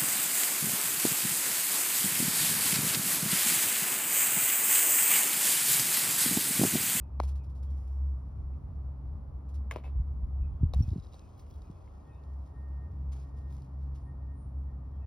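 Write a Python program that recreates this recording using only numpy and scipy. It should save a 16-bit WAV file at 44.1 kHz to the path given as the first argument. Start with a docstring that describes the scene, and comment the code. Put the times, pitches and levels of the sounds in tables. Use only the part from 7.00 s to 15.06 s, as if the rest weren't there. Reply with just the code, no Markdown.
"""A putt on backyard artificial turf, heard from a phone standing on the ground.
Over a throbbing distant engine, traffic and birds, the ball clicks off the putter, hops and rolls
away through the plastic blades. Wind gusts; the ball knocks and rattles at the far edge. A second
clack follows close by, among low thumps and rustling, crackling turf. The engine sinks into a lull
and returns, while a faint squeal and a thin whine come and go to the end."""
import sys
import numpy as np
from scipy import signal
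from scipy.fft import rfft, irfft, next_fast_len
from scipy.io import wavfile
from scipy.ndimage import uniform_filter1d

SR = 44100
rng = np.random.default_rng(int(sys.argv[2]) if len(sys.argv) > 2 else 0)


def dump_mix(stems):
    """Bounce the given channels to the path in sys.argv[1] as a 16-bit WAV at rate SR."""
    frames = np.atleast_2d(stems).T  # one column per channel
    limited = np.clip(frames, -1, 1)  # hard clip at full scale
    pcm = np.round(limited * 32767).astype(np.int16)
    wavfile.write(sys.argv[1], SR, pcm)


N = 355446
T = np.arange(N) / SR
CONTACT_S = .0007  # attack of a hard contact
LULL_S, LULL_EDGE_S = (3.96, 5.41), 0.22  # the engine's overtones and the road rumble sink together
# The tone of brushed plastic blades. Each row: frequency in Hz, level in dB.
TURF = [(300, -2.5), (900, 0), (1800, -3), (3000, -0.5), (4000, -1), (5600, 0.5), (7500, -1), (9500, -6.5),
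        (12000, -12), (16000, -17)]


def undb(db):
    """Decibels to gain."""
    return 10 ** (np.asarray(db) / 20)


def unit(x):
    """Scale to rms 1."""
    return x / np.sqrt(np.mean(x ** 2))


def colour(x, points):
    """EQ a sound with a curve of (Hz, dB) points."""
    hz, db = np.transpose(points)
    size = next_fast_len(x.shape[-1] + 2048)
    bins_hz = np.maximum(np.fft.rfftfreq(size, 1 / SR), 1)
    gain = undb(np.interp(np.log(bins_hz), np.log(hz), db))
    return irfft(rfft(x, size) * gain, size)[..., :x.shape[-1]]


def noise(points, width, grain_db=0):
    """Coloured stereo noise of rms 1; width is the side gain, grain_db breaks it into tiny clicks."""
    white = rng.standard_normal((2, N))
    grain = undb(grain_db * np.minimum(rng.exponential(size=N), 2 * np.pi))
    mid, side = white * grain
    return unit(colour(np.array([mid + width * side, mid - width * side]), points))


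def drift(rate_hz):
    """Smooth random modulation of rms 1."""
    hold = int(SR / rate_hz)
    steps = np.repeat(rng.standard_normal(N // hold + 1), hold)
    return unit(uniform_filter1d(uniform_filter1d(steps, hold), hold)[:N])


def add(out, start, x):
    """Mix a short sound in at a time in seconds."""
    i = max(int(start * SR), 0)
    out[..., i:i + x.shape[-1]] += x[..., :max(N - i, 0)]


def during(start, end, edge):
    """A gate, open between two times, with ramps of edge seconds."""
    return np.clip(np.minimum(T - start, end - T) / edge + .5, 0, 1)


def fade(t60, rise, size=SR // 2):
    """Envelope with a soft attack and an exponential decay, peak 1."""
    t = T[:size]
    shape = (1 - np.exp(-(t / rise) ** 2)) * np.exp(-np.log(1000) * t / t60)
    return shape / shape.max()


def strokes(rows):
    """Envelope of swishes whose powers add. Each row: start in s, level in dB, rise and t60 in s."""
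    power = np.zeros(N)
    for start, db, rise, t60 in rows:
        add(power, start, (undb(db) * fade(t60, rise, size=int(t60 * SR))) ** 2)
    return np.sqrt(power)


def ring(modes, build_cycles):
    """Damped (Hz, dB, t60 s) modes of alternating polarity, each rising over build_cycles; peak 1."""
    t = T[:SR // 2]
    x = sum((-1) ** k * undb(db) * fade(t60, build_cycles / hz) * np.sin(2 * np.pi * hz * t)
            for k, (hz, db, t60) in enumerate(modes))
    return x / np.abs(x).max()


def traffic():
    """Far roads: a narrow low rumble that dips in the lull, under a wide, even wash."""
    # The tone of each layer. Each row: frequency in Hz, level in dB.
    rumble_eq = [(20, -15.5), (32, -17), (45, 1), (80, 5.5), (115, -3.5), (170, -9), (260, -15),
                 (420, -41.5), (800, -72)]
    wash_eq = [(30, -13), (120, -5), (280, 8), (450, 4), (800, 1.5), (1150, -2), (1330, -7.5),
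               (1550, -16.5), (2200, -23.5), (3300, -32.5), (5700, -39.5), (8000, -48.5), (11500, -37.5),
               (16000, -49.5)]
    rumble_db = -45 - 5.5 * during(*LULL_S, LULL_EDGE_S) + 1.4 * drift(9)
    rumble = undb(rumble_db) * noise(rumble_eq, width=0.032)
    wash = undb(-59.5 + .5 * drift(1.6)) * noise(wash_eq, width=0.73)
    return rumble + wash


def wind():
    """Uneven gusts buffet the two microphone ports, each a little differently."""
    # The gusts. Each row: start and end in seconds, level in dB.
    gusts = [(1.3, 2.35, -45.5), (2.9, 4.002, -42), (3.99, 4.973, -54.5)]
    # Their deep tone. Each row: frequency in Hz, level in dB.
    buffet_eq = [(20, -23.5), (40, 13.5), (70, 13), (120, -1), (200, -15), (400, -63.5)]
    level = sum(undb(db) * during(start, end, edge=0.21) for start, end, db in gusts)
    return level * undb(2.5 * drift(12)) * noise(buffet_eq, width=0.28)


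def engine(firing_hz=67.43, beat_hz=2.58, beat_peak_s=.28):
    """A distant idle: a firing tone throbs against a weaker one just above it, under two overtones."""
    # The firing tone's fader, pulled down in the lull. Each row: time in seconds, level in dB.
    firing_fader = [(0, -35.5), (.12, -40), (.22, -34), (.75, -35.5), (1.15, -33), (1.36, -40), (2.3, -39),
                    (2.85, -36.5), (3.85, -38), (4.05, -56.5), (4.65, -49.5), (5.15, -55), (5.35, -40.5),
                    (6.05, -38.5), (7.1, -39.5), (8.06, -41.5)]
    # The higher tones. Each row: pitch in Hz, opening level in dB, growth in dB per second.
    overtones = [(133.9, -53, 0.17), (277.8, -73.5, 1.39)]
    phase = 2 * np.pi * firing_hz * T + 0.37 * drift(14)
    neighbour = undb(-8.5) * np.sin(phase + 2 * np.pi * beat_hz * (T - beat_peak_s))
    firing_db = np.interp(T, *np.transpose(firing_fader)) + 1.3 * drift(11)
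    hum = undb(firing_db) * (np.sin(phase) + neighbour)
    lull_db = -15 * during(*LULL_S, LULL_EDGE_S)
    for hz, db, growth in overtones:
        level = undb(db + growth * T + lull_db + 2.0 * drift(6.3))
        hum += level * np.sin(2 * np.pi * hz * T + 0.82 * drift(12))
    return np.sqrt(2) * hum


def trees(x, wet_share=.25):
    """Branches scatter a share of a far sound's power into a soft tail."""
    tail = fade(t60=.25, rise=.01) * rng.standard_normal(SR // 2)
    wet = signal.fftconvolve(x, tail)[:N]
    return np.sqrt(1 - wet_share) * x + np.sqrt(wet_share) * np.std(x) * unit(wet)


def birds(length_s=0.075, pitch_fall=0.04, chatter_count=60, chatter_db=-92):
    """Husky chirps that sink slightly in pitch, and a spell of fainter chatter, through the trees."""
    # Distant calls, mostly on one note. Each row: start in seconds, level in dB, pitch in Hz.
    calls = [(0, -80, 2557), (0.114, -86.5, 2560), (0.372, -78, 2510), (0.659, -83, 3250),
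             (3.406, -76, 2550), (3.803, -74.5, 2540), (4.19, -77.5, 2550), (4.49, -81, 3340),
             (4.62, -82, 2484), (4.73, -84, 2550), (5.081, -77, 2530), (5.11, -82, 3680),
             (5.139, -81.5, 2616), (7.93, -87.5, 3200), (8.0, -81.5, 2590)]
    husk = 0.65 * drift(420)  # fast phase jitter roughens the note
    chatter = [(np.interp(slot + when, (0, chatter_count), (3.25, 5.3)),
                chatter_db, np.interp(pitch, (0, 1), (2350, 3600)))
               for slot, (when, pitch) in enumerate(rng.random((chatter_count, 2)))]
    out = np.zeros(N)
    for start, db, hz in calls + chatter:
        on = (T > start) & (T < start + length_s)
        progress = (T[on] - start) / length_s
        phase = 2 * np.pi * np.cumsum(hz * (1 + pitch_fall * (.5 - progress))) / SR
        out[on] += np.sqrt(2) * undb(db) * np.sin(np.pi * progress) * np.sin(phase + husk[on])
    return trees(out)


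def held_tone(notes, hz, attack, t60, flutter_db, waver_rad):
    """One tone that swells, holds and lingers on each note, unsteady in level and pitch."""
    level = np.zeros(N)
    for start, length, db in notes:
        swell = np.clip((T - start) / attack, 0, 1)
        release_db = -60 * np.maximum(T - start - length, 0) / t60
        level = np.maximum(level, swell * undb(db + release_db))
    flutter = undb(flutter_db * drift(25))
    phase = 2 * np.pi * hz * T + waver_rad * drift(37) + .15 * drift(200)
    return np.sqrt(2) * level * flutter * np.sin(phase)


def thin_tones():
    """A far, fluttering squeal and a very high whine, each wavering round its own pitch."""
    # When each sounds. Each row: start and length in seconds, level in dB.
    squeal_notes = [(4.9, 0.18, -85.5), (5.05, 0.06, -72.5), (5.19, .13, -80), (5.45, 0.044, -81),
                    (5.52, 0.34, -74.5), (5.85, 0.12, -81.5), (6.22, 0.26, -80.5), (6.42, 0.085, -75),
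                    (6.55, .45, -89), (7.05, 0.05, -72), (7.18, 0.052, -80), (7.26, 0.088, -78),
                    (7.66, 0.052, -76.5), (7.8, 0.036, -81.5), (7.9, 0.045, -82), (8.0, 0.065, -80)]
    whine_notes = [(4.7, 0.97, -95.5), (6.94, 0.11, -84.5), (7.32, 0.091, -73), (7.5, 0.092, -86)]
    squeal = held_tone(squeal_notes, hz=1847, attack=.04, t60=.28, flutter_db=1.5, waver_rad=.65)
    whine = held_tone(whine_notes, hz=9350, attack=.09, t60=.4, flutter_db=3, waver_rad=.85)
    return squeal + whine


def thumps():
    """Dull bumps through the ground die within a few cycles, so the deeper ones last longer."""
    # The bumps. Each row: start in seconds, peak in dB ahead of the soil's EQ, pitch in Hz.
    bumps = [(2.954, -26, 56.7), (2.994, -22, 66.3), (3.225, -26.5, 52.6), (3.401, -26.5, 54.4),
             (3.609, -23, 69.6), (3.63, -14, 114.4), (3.648, -18, 71), (3.758, -19, 67.7),
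             (3.787, -18, 68.3), (3.803, -17, 104.8), (3.828, -26, 81.7), (3.878, -23.5, 92.2),
             (3.913, -22, 85.6), (3.93, -36, 311), (3.958, -26, 165.3), (3.961, -38, 307),
             (3.979, -29.5, 137.5), (4.697, -34.5, 156)]
    # A bump's ring. Each row: multiple of its pitch, level in dB, t60 in cycles of its pitch.
    partials = [(0.639, -11, 9), (1, -2, 6.3), (2.0, -16, 3.7), (3.3, -33.5, 3)]
    # The soil muffles them. Each row: frequency in Hz, gain in dB.
    soil_eq = [(60, -0.5), (100, -0.5), (220, -0.5), (360, 2.5), (600, -8.5), (1200, -26)]
    out = np.zeros(N)
    for start, db, hz in bumps:
        modes = [(multiple * hz, level, cycles / hz) for multiple, level, cycles in partials]
        add(out, start, undb(db) * ring(modes, build_cycles=0.47))
    return colour(out, soil_eq)


def rustle(rest_db=-90):
    """Feet and club brush the turf close by: plastic blades flick together in dense tiny clicks."""
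    # Soft brushes and crisper scuffs. Each row: start in seconds, level in dB, rise and t60 in seconds.
    brushes = [(.21, -77, .014, 0.24), (3.745, -71.5, 0.01, 7.1), (4.115, -69.5, 0.018, 0.19),
               (4.385, -71, 0.0069, 0.14), (4.43, -81, 0.053, 0.61), (5.445, -76, 0.012, 0.15),
               (6.108, -64.5, 0.017, 0.29), (6.16, -73, 0.038, .45), (6.355, -75.5, 0.015, 0.43),
               (6.455, -73.5, 0.047, 0.81), (6.76, -84, 0.081, 0.35), (6.938, -70.5, 0.01, 0.29)]
    scuffs = [(3.77, -67, 0.021, 0.28), (4.369, -73, .008, 0.21), (4.45, -77, 0.044, 0.63),
              (4.695, -86, 0.0088, 0.1), (6.48, -79, .04, 0.35)]
    # The crunch of the stiff tips. Each row: frequency in Hz, level in dB.
    crunch_eq = [(1500, -13), (3500, -4.5), (5000, 3.5), (8000, -5.5), (11500, 0), (16000, -1)]
    shuffle = np.hypot(strokes(brushes), undb(rest_db)) * undb(1.6 * drift(170))
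    swish = shuffle * noise(TURF, width=0.026, grain_db=3.0)
    squeak = undb(-51.5) * ring([(5600, 0, 0.063)], build_cycles=6.7)
    add(swish, 3.823, squeak)
    crunch = strokes(scuffs) * undb(2.1 * drift(160)) * noise(crunch_eq, width=0.13, grain_db=4.5)
    return swish + crunch


def crackle(pitch_spread=.025, spit_t60=.016):
    """Stiff blades snap back one by one: a spit of noise and a tiny ring, each slightly detuned."""
    # The snaps. Each row: start in seconds, peak of the ring in dB, level of the spit in dB.
    ticks = [(3.778, -68, -62), (3.797, -63, -60), (3.833, -61, -63), (3.889, -56, -60.5),
             (3.905, -55, -71), (3.919, -62, -74), (3.934, -60, -82), (3.976, -61, -81), (3.993, -63, -70),
             (3.999, -55, -78), (4.024, -62, -80), (4.030, -61, -77), (4.04, -58, -76), (4.047, -57, -71),
             (4.069, -58, -77), (4.126, -56, -78), (4.134, -58, -64), (4.193, -56, -61), (4.377, -72, -75),
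             (4.395, -59, -67), (4.465, -68, -68.5), (4.51, -60, -75), (4.540, -63, -76), (4.619, -58, -65),
             (4.703, -66, -71), (4.712, -76, -67), (5.237, -70, -70), (6.388, -68, -72), (6.524, -63, -62),
             (6.566, -74, -65), (6.581, -70, -72), (6.62, -59, -65)]
    # A blade's ring. Each row: frequency in Hz, level in dB, t60 in seconds.
    blade = [(3870, -4.5, .009), (4850, -7.5, .006), (5600, -8.5, 0.0065)]
    spits = strokes([(start, spit_db, CONTACT_S, spit_t60) for start, _, spit_db in ticks])
    out = spits * noise(TURF, width=0.03)
    for (start, db, _), detune in zip(ticks, rng.standard_normal(len(ticks))):
        modes = [(hz * (1 + pitch_spread * detune), level, t60) for hz, level, t60 in blade]
        add(out, start, undb(db) * ring(modes, build_cycles=3.0))
    return out


def rolling_ball(hop_rise_s=0.0045, hop_t60=0.15):
    """The ball skids over the blades in grainy hops, then rolls in a hiss that swells and recedes."""
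    # Touches on the turf, the last two just before the edge. Each row: start in seconds, level in dB.
    hops = [(.207, -66), (0.228, -57), (.256, -74), (.272, -61), (0.283, -62), (0.351, -65), (0.433, -72.5),
            (0.492, -74), (.548, -70.5), (.57, -73.5), (0.625, -67), (0.697, -71.5), (.768, -72),
            (.87, -74), (2.485, -72), (2.539, -65)]
    # The tone of skid and roll. Each row: frequency in Hz, level in dB.
    skid_eq = [(300, -8), (900, 14), (1800, -1), (3000, 3), (5300, 4), (8000, 3), (12000, -5),
               (16000, -9.5)]
    roll_eq = [(500, -4), (1800, 3), (3000, -1), (4200, -9.5), (5500, 2), (7500, -1), (10000, -5),
               (16000, -15.5)]
    touches = strokes([(start, db, hop_rise_s, hop_t60) for start, db in hops])
    catch = undb(drift(200))  # the blades catch the ball unevenly
    skid = touches * catch * noise(skid_eq, width=0.11, grain_db=3.0)
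    swell = strokes([(0.58, -77.5, 0.19, 2.2)])
    roll = swell * undb(1.1 * drift(40)) * noise(roll_eq, width=0.067)
    return skid + roll


def putter_snap(start_s=.2008, dwell_s=.0011, click_db=-28.5):
    """The face snaps as the ball meets it and as it leaves: two opposite clicks, hard and hollow."""
    # The tone of one click. Each row: frequency in Hz, level in dB.
    click_eq = [(500, -17), (1500, -3.5), (2300, 4.5), (3200, -5.5), (4150, 1), (5000, -5.5), (5900, -7),
                (7000, -17), (11000, -20), (16000, -23)]
    impulse = np.zeros(N)
    add(impulse, start_s, np.ones(1))
    click = colour(impulse, click_eq)
    release = np.roll(click, int(dwell_s * SR))
    return undb(click_db) * (click - release) / np.abs(click).max()


def knocks(rattle_s=2.838, bounce_gap_s=.0128, bounce_loss_db=4):
    """The putt and the later blows: each cracks, rings its object and scatters round the yard."""
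    # How each struck object rings. Each row: frequency in Hz, level in dB, t60 in seconds.
    putter = [(350, -3.5, .008), (562, -8, 0.016), (890, 8, 0.0042)]
    edging = [(533, -22, .025), (1083, -1, 0.019), (1670, -3, 0.014), (2136, 0.5, 0.018),
              (2680, -10.5, .02), (3090, -17.5, 0.043), (3700, -18, 0.025), (6700, -12, 0.01)]
    ground = [(375, -3, 0.011), (608, -3.5, 0.015), (994, -6.5, 0.019), (2350, -12.5, 0.0033),
              (5270, -28, 0.0029)]
    shaft = [(513, 6, 0.027), (756, 5, 0.03), (1090, 3.5, 0.017), (1920, -41, 0.0062), (3820, 0, 0.013),
             (4500, -7, 0.0092), (5520, -7.5, 0.008)]
    board = [(495, -3, 0.025), (775, 2.5, 0.04), (975, 3, .04), (2240, -8, .03), (2600, -7, 0.075)]
    # The blows. Each row: start in seconds, object, peak in dB, crack in dB relative to the peak.
    hits = [(0.2007, "putter", -15.5, -41), (0.2347, "ground", -38.5, -24), (1.535, "board", -62, -21),
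            (2.7108, "edging", -24.5, -25.5), (2.7138, "edging", -42, -12.5), (2.7199, "edging", -37, -22),
            (2.7368, "ground", -48, -12), (2.76, "ground", -23.5, -33.5), (2.7681, "ground", -32, -45),
            (2.785, "ground", -40, -41), (2.8431, "board", -42.5, -32), (2.855, "board", -46, -34),
            (2.878, "board", -49, -25), (3.7364, "shaft", -28.5, -23), (3.7446, "shaft", -39, -17),
            (4.1424, "shaft", -42.5, -28.5), (4.876, "edging", -56, -28)]
    # How much the yard throws back of each object's blow, in dB relative to the peak.
    yard_send_db = {"putter": -38.5, "edging": -22.5, "ground": -31.5, "shaft": -34, "board": -30.5}
    # The contact noise, and the scatter off fence and turf. Each row: frequency in Hz, level in dB.
    crack_eq = [(500, -11.5), (2000, -5), (5000, -7), (7500, -9), (12000, -12.5), (16000, -23.5)]
    yard_eq = [(150, -22), (500, 11.5), (1000, 3.5), (1500, -6.5), (2500, -6), (4000, -16), (7000, -26.5),
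               (11000, -25.5), (16000, -31)]
    bodies = {"putter": ring(putter, build_cycles=0.98), "edging": ring(edging, build_cycles=1.4),
              "ground": ring(ground, build_cycles=0.37), "shaft": ring(shaft, build_cycles=0.12),
              "board": ring(board, build_cycles=0.9)}
    blows = [(start, body, db, crack_db, yard_send_db[body]) for start, body, db, crack_db in hits]
    # The ball settles against the edging in quick, weakening bounces.
    rattle = [(rattle_s + k * bounce_gap_s, "edging", -49.5 - k * bounce_loss_db, -25, -9)
              for k in range(3)]
    direct, crack_level, scatter_level = np.zeros((3, N))
    for start, body, db, crack_db, scatter_db in blows + rattle:
        add(direct, start, undb(db) * bodies[body])
        add(crack_level, start, undb(db + crack_db) * fade(t60=0.023, rise=CONTACT_S))
        add(scatter_level, start, undb(db + scatter_db) * fade(t60=0.18, rise=0.0014))
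    crack = crack_level * noise(crack_eq, width=0.37)
    scatter = scatter_level * noise(yard_eq, width=0.15)
    left, right = direct + putter_snap() + crack + scatter
    # The blows come from the left, so the right port loses low mids. Each row: Hz, gain in dB.
    shade_eq = [(150, 3.5), (350, -3.0), (750, -6.5), (1100, -3.5), (1500, -5.0), (2400, 1.5),
                (4000, 1.0), (8000, 1.5)]
    return np.array([left, colour(right, shade_eq)])


def ports(x):
    """The phone's body delays and shades the right microphone port against the left."""
    # The right port's delay. Each row: frequency in Hz, phase lag in radians.
    port_lag = [(0, 0), (340, .2), (1290, -.7), (2900, 1.4), (5200, .2), (6600, 2.7), (8200, 3.4),
                (9700, 6.1), (11600, 6.6), (12800, 9.2), (16000, 12.5)]
    # Its shading. Each row: frequency in Hz, gain in dB.
    port_eq = [(120, -.2), (220, -0.4), (320, -1), (480, -4.5), (1000, -1), (1500, 0), (4000, 1.3),
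               (8000, -.3)]
    left, right = x * signal.windows.tukey(N, .003)  # soft ends
    size = next_fast_len(N + 2048)
    lag = np.interp(np.fft.rfftfreq(size, 1 / SR), *np.transpose(port_lag))
    right_spectrum = rfft(colour(right, port_eq), size) * np.exp(-1j * lag)
    return np.array([left, irfft(right_spectrum, size)[:N]])


def scene():
    """The action on the green over the backyard ambience, in stereo."""
    green = knocks() + rolling_ball() + rustle() + crackle() + thumps()
    return green + engine() + wind() + traffic() + thin_tones() + birds()


def record(dry):
    """The phone hears through its two ports, drops the deepest rumble and cuts the top."""
    low_cut = signal.butter(2, 24, "high", fs=SR, output="sos")
    high_cut = signal.ellip(8, .2, 70, 15800, fs=SR, output="sos")
    return signal.sosfilt(high_cut, signal.sosfilt(low_cut, ports(dry)))


dry = scene()
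out = record(dry)
dump_mix(out)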